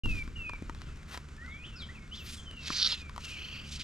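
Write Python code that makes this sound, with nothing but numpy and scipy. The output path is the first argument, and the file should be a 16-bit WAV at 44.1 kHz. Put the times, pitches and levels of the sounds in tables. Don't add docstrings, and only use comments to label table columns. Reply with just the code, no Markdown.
import sys
import numpy as np
from scipy import signal
from scipy.fft import rfft, irfft
from scipy.io import wavfile
from scipy.ndimage import map_coordinates

SR = 44100
rng = np.random.default_rng(int(sys.argv[2]) if len(sys.argv) > 2 else 0)


def inscribe(sig):
    pcm = np.round(np.clip(np.atleast_2d(sig).T, -1, 1) * 32767)
    wavfile.write(sys.argv[1], SR, pcm.astype(np.int16))


N = 168903
T = np.arange(N) / SR
HZ = np.maximum(np.arange(N // 2 + 1) * SR / N, 1)


def from_db(db):
    return 10 ** (np.asarray(db) / 20)


def rms_one(x):
    return x / np.sqrt(np.mean(x ** 2) + 1e-20)


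def in_time(rows):
    return np.interp(T, *np.transpose(rows))


def over_hz(points):
    hz, value = np.transpose(points)
    return np.interp(np.log(HZ), np.log(hz), value)


def colour(x, db):
    return rms_one(irfft(rfft(x) * from_db(db), N))


def hiss():
    return rng.standard_normal(N)


def drift(corner_hz):
    return rms_one(irfft(rfft(hiss()) / (1 + (HZ / corner_hz) ** 2), N))


def pan(left_over_right_db):
    gains_db = np.array([[left_over_right_db], [-left_over_right_db]]) / 2
    return rms_one(from_db(gains_db))


def spread(draw):
    # freq_hz, correlation [ratio]
    likeness = [(50,1),(300,0.81),(1200,0.78),(4000,1),(12000,1)]
    alike = np.clip(over_hz(likeness), 0, .99)
    mid = rfft(draw()) * np.sqrt(1 + alike)
    side = rfft(draw()) * np.sqrt(1 - alike)
    return irfft(np.array([mid + side, mid - side]), N)


def slips():
    slips_per_s, mean_boost_db = 3500, 0.51
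    hits = rng.random(N) < slips_per_s / SR
    sign = rng.choice([-1, 1], N)
    boost_db = mean_boost_db * np.minimum(rng.exponential(1, N), 5)
    return hits * sign * from_db(boost_db)


def ring(x, hz, t60_s):
    r = from_db(-60 / (t60_s * SR))
    w = 2 * np.pi * hz / SR
    return signal.lfilter([0, np.sin(w)], [1, -2 * r * np.cos(w), r * r], x + 1e-18)


def glide(x, ratio):
    return map_coordinates(x, [np.cumsum(ratio) % (N - 1)], mode="mirror")


def still_air():
    # freq_hz, gain_db
    air_colour = [(15, -36), (25, -6), (53, -8.5), (81, -5.5), (167, -7.5), (219, -7.5), (344, -15.5),
                  (811, -26.5), (1350, -15.5), (1760, -21.5), (2180, -21), (4260, -29.5), (7280, -31.5),
                  (12100, -50.5), (15000, -82)]
    level_db, flicker_db = -53.5, 1.3
    return colour(spread(hiss), over_hz(air_colour)) * from_db(level_db + flicker_db * drift(31.0))


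def breeze():
    # time_s, level_db
    strength = [(.03,-29),(.155,-35),(.2,-41),(.55,-47),(.87,-43),(1.1,-51),(1.95,-48),(2.6,-50),(3.15,-50)]
    # freq_hz, gain_db
    breeze_colour = [(20,5.5),(45,2),(80,-1),(160,-12),(300,-19),(600,-36.5),(1500,-63)]
    gust_db = -35
    level_db = in_time(strength)
    own = np.minimum(from_db(level_db - gust_db), 1)
    buffets = hiss() + own * hiss() * np.array([[.5], [-.5]])
    low_cut_db = 20 * np.log10(1 + (15 / HZ) ** 2)
    return colour(buffets, over_hz(breeze_colour) - low_cut_db) * from_db(level_db)


def engine():
    # multiple [x fundamental], rms_db
    orders = [(1,-2),(2,-9),(3,-12.5)]
    # time_s, gain_db
    gain = [(0,-64),(1.1,-50),(1.8,-50),(2.7,-51.5),(3.2,-51.5),(3.7,-46.5)]
    base_hz, waver_db = 72.3, 1
    turn = 2 * np.pi * np.cumsum(base_hz * (1 + 0.0062 * drift(4.9))) / SR
    hum = 0
    for multiple, rms_db in orders:
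        tone = np.sin(multiple * turn + rng.uniform(0, 2 * np.pi))
        hum = hum + from_db(rms_db + waver_db * drift(3.9)) * tone
    return np.sqrt(2) * hum * from_db(in_time(gain))


def birds():
    # start_s, length_s, start_hz, middle_hz, end_hz, gain_db, echo_db
    whistles = [(1.375,0.28,1720,2180,2580,-48.5,-6),(1.492,0.06,3960,3410,3240,-62,5.5),(1.626,0.036,2550,2900,3680,-46,-1.5),(1.666,0.18,3130,2660,2220,-53.5,-5),
                (1.755,0.045,5090,4860,4320,-49,1.5),(1.792,0.053,4430,3490,3040,-42.5,-3.5),(1.885,0.029,1750,1960,2090,-47,-8),
                (1.947,0.044,2750,2480,2220,-46,-3.5),(2.0,0.074,2210,2166,2190,-53.5,-12),(2.111,0.046,2770,3150,3770,-40,-4),(2.167,0.06,4150,2950,2620,-39,-3.5),
                (2.365,0.039,3670,3270,3110,-48,0),(2.45,0.22,3164,2803,2550,-50.5,1)]
    # start_s, length_s, gain_db, echo_db
    falls = [(.018,0.21,-35,-12),(0.354,.21,-39.5,-7.5),(0.818,0.2,-65.5,0),(2.883,.21,-49.5,-6),(3.23,.15,-45,-7)]
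    # start_s, gain_db
    chirps = [(0.829,-58.5),(1.423,-51),(1.749,-52)]
    fall_hz, chirp_hz = (2905, 2559, 2296), (1250, 1510, 1213)
    chirp_s, chirp_echo_db = 0.07, -10
    attack_s, release_s, fade_db, waver_db = 0.011, 0.0023, 2, 3
    buzz_hz, buzz_power, jitter_at_buzz = 2513, 3, 0.00502
    trees_t60_s, pan_db = 0.35, 0.8

    notes = list(whistles)
    notes += [(s, length_s, *fall_hz, db, echo_db) for s, length_s, db, echo_db in falls]
    notes += [(s, chirp_s, *chirp_hz, db, chirp_echo_db) for s, db in chirps]
    direct, sent = np.zeros(N), np.zeros(N)
    waver = from_db(waver_db * drift(26))
    jitter = jitter_at_buzz * drift(286)
    for s, length_s, first_hz, middle_hz, last_hz, db, echo_db in notes:
        u = np.clip((T - s) / length_s, 0, 1)
        hz = np.polyval(np.polyfit([0, .5, 1], [first_hz, middle_hz, last_hz], 2), u)
        hz = hz * (1 + jitter * (hz / buzz_hz) ** buzz_power)
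        attack = np.clip((T - s) / attack_s, 0, 1)
        release = np.clip((s + length_s - T) / release_s, 0, 1)
        envelope = attack * release * waver * from_db(db - fade_db * (u + 0.5))
        note = envelope * np.sin(2 * np.pi * np.cumsum(hz) / SR)
        direct += note
        sent += note * from_db(echo_db)
    tail = spread(hiss)[:, :SR] * from_db(-60 * T[:SR] / trees_t60_s)
    scatter = rms_one(tail) / np.sqrt(SR)
    echo = signal.fftconvolve(sent[None], scatter)[:, :N]
    return (direct + echo) * pan(pan_db)


def knocks():
    # start_s, body_db, thump_db, tick_db
    hits = [(.058,-34.5,-25,-27.5),(.277,-39,-36.5,-40),(.495,-31,-56,-30.5),(0.535,-37,-52,-35.5),(.623,-58,-27.5,-36),(.696,-30.5,-30,-31),(0.748,-48,-54,-36),(0.818,-52,-60,-34.5),(1.145,-34,-63,-33),(1.175,-33.5,-51,-26),(2.703,-25,-26,-31),(2.927,-37,-63,-36),(3.095,-37.5,-62,-35),(3.162,-35.5,-47,-30.5),(3.179,-29,-56,-28.5),(3.255,-39.5,-58,-50)]
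    # freq_hz, gain_db, t60_s
    tackle = [(607,-19,0.02),(992,-5.5,0.033),(1150,-5.5,0.023),(1353,-5,0.015),(1854,-10.5,0.02)]
    thump_hz, thump_t60_s = 270, 0.019
    tick_t60_s, tick_lowpass_hz = 0.0096, 4450
    creaks_per_s, creak_db, creak_spread_db = 9, -44, 3.5
    pan_db = 3.5

    out = np.zeros(N)
    creaks = rng.random(N) < creaks_per_s / SR
    strikes = creaks * from_db(creak_db + creak_spread_db * hiss())
    age_s = T[:SR // 10]
    for s, body_db, thump_db, tick_db in hits:
        start = int(s * SR)
        at = slice(start, start + len(age_s))
        for hz, db, t60_s in tackle:
            mode_hz = hz * (1 + rng.normal(0, 0.045))
            mode = np.sin(2 * np.pi * mode_hz * age_s) * rng.choice([-1, 1])
            out[at] += from_db(body_db + db - 60 * age_s / t60_s) * mode
        thump = np.sin(2 * np.pi * thump_hz * age_s)
        out[at] += from_db(thump_db - 60 * age_s / thump_t60_s) * thump
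        strikes[start] += from_db(tick_db)
    decay = from_db(-60 / (tick_t60_s * SR))
    ticks = signal.lfilter([1], [1, -decay], strikes + 1e-18) * hiss()
    ticks = signal.sosfilt(signal.butter(2, tick_lowpass_hz, fs=SR, output="sos"), ticks)
    return (out + ticks) * pan(pan_db)


def swishes():
    # peak_s, rise_s, fall_s, level_db, centre_hz, width_octaves, pan_db, glide_octaves_per_s
    sweeps = [(0.149,0.14,0.1,-51.5,2840,0.99,1,-0.5),(.85,0.1,0.085,-59.5,2530,0.67,5,-2.5),(1.14,0.047,0.052,-47,1510,1.33,1.5,-2.5),(2.17,0.035,0.05,-50.5,3960,0.54,-1,1),(2.294,0.04,0.089,-46,3430,0.75,-0.5,2.5),(2.349,0.13,0.1,-58,8460,0.27,4,-5),(3.255,0.056,0.11,-49,3570,0.76,0.5,0),(3.54,0.27,0.17,-56,4500,0.073,-4,0.5),(3.745,0.064,0.036,-45,3900,0.63,-1.5,-2),(3.808,0.017,0.026,-41.5,3240,0.64,-1,0)]
    edge_db, skirt_db, rough_db = 10, -32, 2.5
    out, rub = 0, spread(slips)
    for s, rise_s, fall_s, db, hz, width_octaves, pan_db, octaves_per_s in sweeps:
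        away = np.where(T < s, (s - T) / rise_s, (T - s) / fall_s)
        octaves = np.log2(HZ / hz)
        band_db = np.maximum(-4.3 * (octaves / width_octaves) ** 2, skirt_db - 4 * np.abs(octaves))
        ratio = 2 ** (octaves_per_s * np.clip(T - s, -rise_s, fall_s))
        swish = np.array([glide(ear, ratio) for ear in colour(rub, band_db)])
        out = out + swish * from_db(db - edge_db * np.minimum(away, 10) ** 1.92) * pan(pan_db)
    return out * from_db(rough_db * drift(34))


def line_pull():
    # time_s, level_db (before rasp_gain_db)
    pull = [(2.56,-74),(2.63,-57),(2.666,-47),(2.70,-45),(2.758,-38.5),(2.82,-34.5),(2.834,-27),(2.874,-30),(2.884,-41),(2.912,-36),(2.926,-31.5),(2.962,-55.5),(3.012,-55),(3.06,-83)]
    # time_s, pitch [ratio]
    pitch = [(2.65,0.99),(2.77,1.096),(2.83,0.99),(2.875,1.0),(2.93,0.89)]
    # freq_hz, gain_db
    rasp_colour = [(600,-60),(1400,-8.5),(2200,-30),(3000,-3.5),(3950,7),(4700,2.5),(5800,-3),(6800,-22),(8500,-46),(13000,-47)]
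    # freq_hz, gain_db
    rub_colour = [(400,-8),(800,-8),(1400,1.5),(2500,9),(4500,4),(7000,-0.5),(9000,-12.5),(12000,-18.5),(15000,-38)]
    # freq_hz, width_hz, gain_db
    rings = [(3780,25,-28),(3900,36,-20),(4700,50,-16),(5770,63,-15.5)]
    rasp_gain_db, rough_db, pan_db = 2.5, 2.5, -3
    rub_max_db, rub_top_db = -42.5, -45

    level_db, rub = in_time(pull), slips()
    rasp = colour(rub, over_hz(rasp_colour))
    for hz, width_hz, db in rings:
        t60_s = np.log(1000) / np.pi / width_hz
        rasp = rasp + from_db(db) * rms_one(ring(rub, hz, t60_s))
    rasp = glide(rms_one(rasp), in_time(pitch))
    rasp = rasp * from_db(level_db + rough_db * drift(105) + rasp_gain_db) * pan(pan_db)
    rub_db = rub_max_db + np.minimum(level_db - rub_top_db, 0) + rough_db * drift(58)
    rubbing = from_db(rub_db) * colour(spread(slips), over_hz(rub_colour))
    return (rasp + rubbing) * ((T > pull[0][0]) & (T < pull[-1][0]))


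def line_run():
    # time_s, level_db
    run = [(3.2,-57),(3.3,-50),(3.39,-44),(3.56,-45),(3.63,-50),(3.72,-54),(3.83,-56)]
    # freq_hz, gain_db
    run_colour = [(900,-15.5),(1500,-11),(2100,-6.5),(2600,8),(3050,8),(3600,-11.5),(5800,-11),(8000,-32)]
    flutter_hz, level_depth, pitch_sway = 34.5, 0.19, 0.047
    flutter = np.sin(2 * np.pi * np.cumsum(flutter_hz * (1 + .25 * drift(13.5))) / SR)
    friction = colour(spread(slips), over_hz(run_colour))
    whirr = np.array([glide(ear, 1 + pitch_sway * flutter) for ear in friction])
    return whirr * from_db(in_time(run)) * (1 + level_depth * flutter) * (T > run[0][0])


def scene():
    outdoors = still_air() + breeze() + engine()
    return outdoors + birds() + knocks() + swishes() + line_pull() + line_run()


def record(dry):
    # freq_hz, lead_rad
    port_phase = [(400,-0.1),(2000,-0.97),(2900,-1.18),(4300,-0.77)]
    start_s, fade_in_s, stopband_hz = .035, .002, 16500
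    left = irfft(rfft(dry[0]) * np.exp(1j * over_hz(port_phase)), N)
    heard = np.array([left, dry[1]]) * np.clip((T - start_s) / fade_in_s, 0, 1)
    return signal.sosfilt(signal.cheby2(12, 70, stopband_hz, fs=SR, output="sos"), heard)


dry = scene()
out = record(dry)
inscribe(out)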